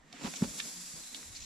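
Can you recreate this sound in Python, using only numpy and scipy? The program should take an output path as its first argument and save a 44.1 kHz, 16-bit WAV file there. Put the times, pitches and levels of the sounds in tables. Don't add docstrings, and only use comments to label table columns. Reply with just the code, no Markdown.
import sys
import numpy as np
from scipy import signal
from scipy.fft import rfft, irfft
from scipy.io import wavfile
from scipy.ndimage import uniform_filter1d

SR = 44100
rng = np.random.default_rng(int(sys.argv[2]) if len(sys.argv) > 2 else 0)


def master_out(mix):
    frames = np.transpose(np.atleast_2d(mix))
    ceiling = np.clip(frames, -1, 1)
    pcm = np.round(ceiling * 32767).astype(np.int16)
    wavfile.write(sys.argv[1], SR, pcm)


N = 63945
T, HZ = np.arange(N) / SR, np.fft.rfftfreq(N, 1 / SR)


def amp(db):
    return 10 ** (np.asarray(db) / 20)


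def unit(x):
    return x / np.sqrt(np.mean(x ** 2) + 1e-20)


def over_hz(points):
    f, value = np.transpose(points)
    return np.interp(np.log(HZ + 1), np.log(f + 1), value)


def over_time(points):
    return np.interp(T, *np.transpose(points))


def bell(time, width):
    return np.exp(-.5 * ((T - time) / width) ** 2)


def low_pass(x, hz, order):
    return irfft(rfft(x) / (1 + (HZ / hz) ** order), N)


def noise():
    return rng.standard_normal((2, N))


def slips(per_s, spread_db):
    ticks = np.sign(noise()) * (rng.random((2, N)) < per_s / SR)
    return ticks * amp(spread_db * np.minimum(rng.exponential(1, (2, N)), 3))


def flutter(rate_hz, depth_db):
    waver = irfft(rfft(rng.standard_normal(N)) * np.exp(-(HZ / rate_hz) ** 2), N)
    return amp(depth_db * unit(waver))


# (frequency [Hz], likeness [-1 to 1])
LIKENESS = [(40, 0.29), (150, 0.82), (300, 0.76), (700, 0.38), (1400, 0.42), (3000, 0.62), (5000, 0.77),
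            (6500, -0.12), (8500, -0.15), (11000, 0.23), (15000, -0.27)]
def stereo(pair, tone_db, pan_db=0, spread=1):
    a, b = rfft(pair)
    angle = spread * np.arccos(np.clip(over_hz(LIKENESS), -1, 1)) / 2
    mid, side = a * np.cos(angle), b * np.sin(angle)
    left, right = (mid + side) * amp(pan_db / 2), (mid - side) * amp(-pan_db / 2)
    return unit(irfft(np.array([left, right]) * amp(tone_db), N))


# (frequency [Hz], level [dB])
AIR_TONE = [(20, 8), (110, -27), (230, -13.5), (400, -23), (750, -10.5), (1650, -16.5), (1870, -5),
            (2150, -19.5), (5000, -25.5), (8000, -22.5), (14000, -77)]
# (time [s], level [dB])
RUMBLE_LEVEL = [(0, -67), (.23, -77), (.27, -50), (.31, -86), (.4, -76), (.44, -49.5), (.49, -57),
                (.56, -77), (.63, -68), (.91, -71), (.95, -54.5), (1.02, -71), (1.21, -68), (1.3, -50.5),
                (1.37, -58.5), (1.44, -49)]
# (frequency [Hz], level [dB])
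RUMBLE_TONE = [(10, -4), (40, 13.5), (72, 4), (105, -2.5), (300, -16.5), (1000, -78)]
def air():
    still = amp(-61.5) * stereo(noise(), over_hz(AIR_TONE), pan_db=-2.5)
    rumble = amp(over_time(RUMBLE_LEVEL)) * stereo(noise(), over_hz(RUMBLE_TONE))
    return still + rumble


def shed_echo(x, fade_s=0.12):
    echoes = noise() * (T > .004) * amp(-60 * T / fade_s)
    return signal.fftconvolve(x, unit(echoes) / np.sqrt(N), axes=1)[:, :N]


# (time [s], level [dB])
DRONE_LEVEL = [(0, -69.5), (.11, -62.5), (.19, -59), (.225, -47.5), (.27, -45.5), (.32, -56.5), (.4, -55),
               (.47, -52.5), (.56, -53), (.62, -57), (.67, -52), (.75, -62.5), (.9, -66.5), (.97, -56),
               (1.1, -67.5), (1.17, -56), (1.3, -65), (1.45, -65.5)]
# (frequency [Hz], level [dB])
DRONE_TONE = [(30, -34), (105, -37), (150, -0.5), (180, -3.5), (215, -4), (255, -2.5), (310, -6.5),
              (350, -12), (550, -12.5), (1000, -20), (3000, -40.5)]
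def drone(hum_hz=177.6):
    hum = amp(-54.5) * bell(time=0.782, width=0.047) * np.sin(2 * np.pi * hum_hz * T)
    return stereo(noise(), over_hz(DRONE_TONE)) * amp(over_time(DRONE_LEVEL)) + hum


# (pitch [Hz], level [dB], time to fade by 60 dB [s])
BOARD_NOTES = [(49, -41, .25), (76.6, -26, 0.274), (178.5, -23.5, 0.18), (207, -20, 0.076),
               (256, -25, 0.27), (397, -20.5, 0.066), (547, -20, 0.048), (887, -27, 0.077),
               (990, -32, 0.035), (1127, -27, 0.039)]
def board_ring(t):
    return sum(amp(db - 60 * t / fade) * np.sin(2 * np.pi * hz * t) for hz, db, fade in BOARD_NOTES)


# (pitch [Hz], width [Hz], boost [dB])
STEEL_NOTES = [(2400, 720, 2.5), (3623, 146, 9), (4383, 60, 12.5), (5630, 330, 7.5)]
def steel_db():
    return sum(db / (1 + (2 * (HZ - hz) / width) ** 2) for hz, width, db in STEEL_NOTES)


# (peak time [s], width [s], level [dB])
CHAFES = [(.362, 0.011, -42.5), (0.588, 0.0045, -46), (.665, 0.046, -53), (1.36, 0.0095, -50.5),
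          (1.425, 0.043, -49.5)]
# (frequency [Hz], level [dB])
CHAFE_TONE = [(1700, -25), (2300, -3), (3600, -3.5), (4700, -3.5), (7400, 4.5), (9000, -28)]
def chafes():
    level = sum(amp(db) * bell(time, width) for time, width, db in CHAFES)
    rasp = noise() * flutter(rate_hz=120, depth_db=2.5)
    return level * stereo(rasp, over_hz(CHAFE_TONE) + 0.4 * steel_db())


# (peak time [s], rise [s], fall [s], level [dB])
SCRAPES = [(.22, 0.011, 0.003, -52), (.235, 0.0029, .004, -43), (0.251, 0.0074, 0.0062, -42),
           (0.269, 0.011, 0.0095, -42), (0.44, 0.0099, 0.0069, -43)]
# (frequency [Hz], level [dB])
SCRAPE_TONE = [(40, -8), (110, -9), (170, -8), (250, 3), (500, 1), (950, 8), (1900, -4.5), (2800, -0.5),
               (4600, -3.5), (7000, -13), (14000, -30)]
def scrapes():
    level = sum(amp(db) * bell(time, np.where(T < time, rise, fall)) for time, rise, fall, db in SCRAPES)
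    rasp = (slips(per_s=1600, spread_db=4.0) + 0.13 * noise()) * flutter(rate_hz=135, depth_db=2.5)
    contact = level * stereo(rasp, over_hz(SCRAPE_TONE), pan_db=-4)
    wood = signal.fftconvolve(contact.mean(0), unit(board_ring(T)) / np.sqrt(N))[:N]
    return contact + amp(-10) * wood


# (time [s], level [dB], length [s], pitch [Hz], width [octaves], left minus right [dB])
CLICKS = [(0.1268, -41, 0.0019, 4400, 1.14, -4.5), (0.336, -40.5, 0.0049, 1020, 1.52, -12),
          (.597, -33.5, 0.0064, 2400, 1, -26), (0.6003, -30, 0.0031, 3070, 0.57, -2),
          (0.769, -48.5, 0.0024, 3450, 0.3, -5), (1.035, -48, 0.0025, 3370, 0.45, -12),
          (1.1455, -34, 0.0021, 3404, 0.55, -4), (1.15, -49, 0.0079, 3300, 0.42, 4),
          (1.2293, -49, 0.00051, 1640, 0.7, -2), (1.35, -47, 0.02, 4670, .17, -3)]
def click(time, db, length, hz, octaves, pan_db, fade_s=0.0019, ring_s=0.013):
    def band(f):
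        return (1 + .5 * (np.log2((f + 1) / hz) / octaves) ** 2) ** -2
    t = np.maximum(T - time, 0)
    attack = 1 - np.exp(-t / (0.3 * length))
    shape = attack * np.exp(-np.maximum(t - length, 0) / fade_s)
    chatter = shape * stereo(noise(), 20 * np.log10(band(HZ)) + steel_db(), pan_db, spread=0.92)
    notes = sum(band(f) * amp(boost) * np.sin(2 * np.pi * f * t) for f, _, boost in STEEL_NOTES)
    ring = notes * attack * amp(-15 - 60 * t / ring_s) * amp([[pan_db / 2], [-pan_db / 2]])
    return amp(db) * low_pass(chatter + ring, hz=8020, order=4)


# (time [s], level [dB], pitch [Hz], swell [s], puff against thump [dB])
KNOCKS = [(.130, -52, 708, 0.0088, -8), (.139, -48.5, 260, 0.0095, -8), (0.2444, -30, 222.5, 0.0069, -14),
          (0.4101, -40, 243, 0.0032, -11), (0.421, -17, 213, 0.0053, -12.5), (0.4425, -35, 223, 0.0075, 1),
          (0.472, -41.5, 207, 0.0061, -32), (0.936, -47.5, 152, 0.0058, -27)]
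# (frequency [Hz], level [dB])
PUFF_TONE = [(60, 1), (200, 1), (400, 5), (560, -4.5), (750, -10), (1250, -6), (1700, -21), (4000, -27),
             (12000, -58)]
def knock(time, db, hz, swell, puff_db, puff_s=0.005):
    t = np.maximum(T - time, 0)
    thump = t / swell * np.exp(.5 * (1 - (t / swell) ** 2)) * np.sin(2 * np.pi * hz * t)
    puff = stereo(noise(), over_hz(PUFF_TONE), pan_db=-6, spread=0.28) * (T > time) * np.exp(-t / puff_s)
    ring = board_ring(t) * (1 - np.exp(-t / swell))
    return amp(db) * (thump + ring + amp(puff_db) * puff)


# (time [s], pitch [Hz], level against the hiss [dB])
SINGING = [(0.148, 7240, -9), (.36, 6580, -16), (.55, 5800, -27), (.66, 5000, -8.5), (0.929, 4774, -11),
           (.99, 4640, -8), (1.04, 4060, -8), (1.299, 3910, -11.5), (1.45, 4100, -2.5)]
def sing(width_hz=280):
    time, hz, db = np.transpose(SINGING)
    note = np.exp(2j * np.pi * np.cumsum(np.interp(T, time, hz)) / SR)
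    fuzz = low_pass(noise(), width_hz / 2, order=2) + 1j * low_pass(noise(), width_hz / 2, order=2)
    return unit((fuzz * note).real) * amp(np.interp(T, time, db)) * amp([[0], [-4]])


# (time [s], level [dB])
PULL_LEVEL = [(0, -85), (.11, -67), (.14, -62), (.195, -56.5), (.245, -45), (.36, -47), (.39, -45.5),
              (.47, -45), (.58, -41), (.62, -44), (.69, -42), (.76, -45.5), (.88, -45.5), (1.08, -48),
              (1.17, -46.5), (1.31, -49.5), (1.45, -53.5)]
# (time [s], share of top speed [0 to 1])
SPEED = [(0, 0.13), (.17, 0.1), (.3, 0.73), (.6, 0.92), (.9, 0.9), (1.25, 0.86), (1.45, 0.73)]
# (frequency [Hz], level [dB])
HISS_TONE = [(100, -35), (400, -18.5), (1000, -16), (1600, -12.5), (1950, -12.5), (2250, -8.5), (2900, -10),
             (3600, -7), (5000, -2), (6100, -0.5), (7400, 5), (8000, 1.5), (8700, -6), (10200, -3),
             (11500, -10.5), (13500, -14), (15000, -24)]
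# (frequency [Hz], left minus right [dB])
HISS_PAN = [(200, 19), (1200, -12), (2400, -5.5), (4500, -2), (7800, 1.5), (10000, -7), (14000, -7.5)]
def slide():
    ripple_db = 1.5 * unit(uniform_filter1d(rng.standard_normal((2, len(HZ))), size=70))
    tone_db = over_hz(HISS_TONE) + 0.22 * steel_db() + ripple_db
    hiss = stereo(slips(per_s=26000, spread_db=2), tone_db, over_hz(HISS_PAN))
    rasp = low_pass(hiss, hz=3140, order=6)
    fizz = hiss - low_pass(hiss, hz=7800, order=12)
    slowness = 1 - over_time(SPEED)
    hiss = hiss + rasp * (amp(19.5 * slowness) - 1) + fizz * (amp(-10 * slowness) - 1)
    return (hiss + sing()) * amp(over_time(PULL_LEVEL)) * flutter(rate_hz=27, depth_db=1.08)


def scene():
    steady = slide() + chafes() + drone() + air()
    sharp = scrapes() + sum(click(*row) for row in CLICKS)
    return steady + sharp + amp(-8.5) * shed_echo(sharp) + sum(knock(*row) for row in KNOCKS)


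def record(dry, low_hz=41, high_hz=14500):
    thin = signal.lfilter(*signal.butter(1, low_hz, "high", fs=SR), dry)
    treble_cut = signal.firwin(301, high_hz, window=("kaiser", 9), fs=SR)
    return signal.oaconvolve(thin, treble_cut[None], "same")


dry = scene()
out = record(dry)
master_out(out)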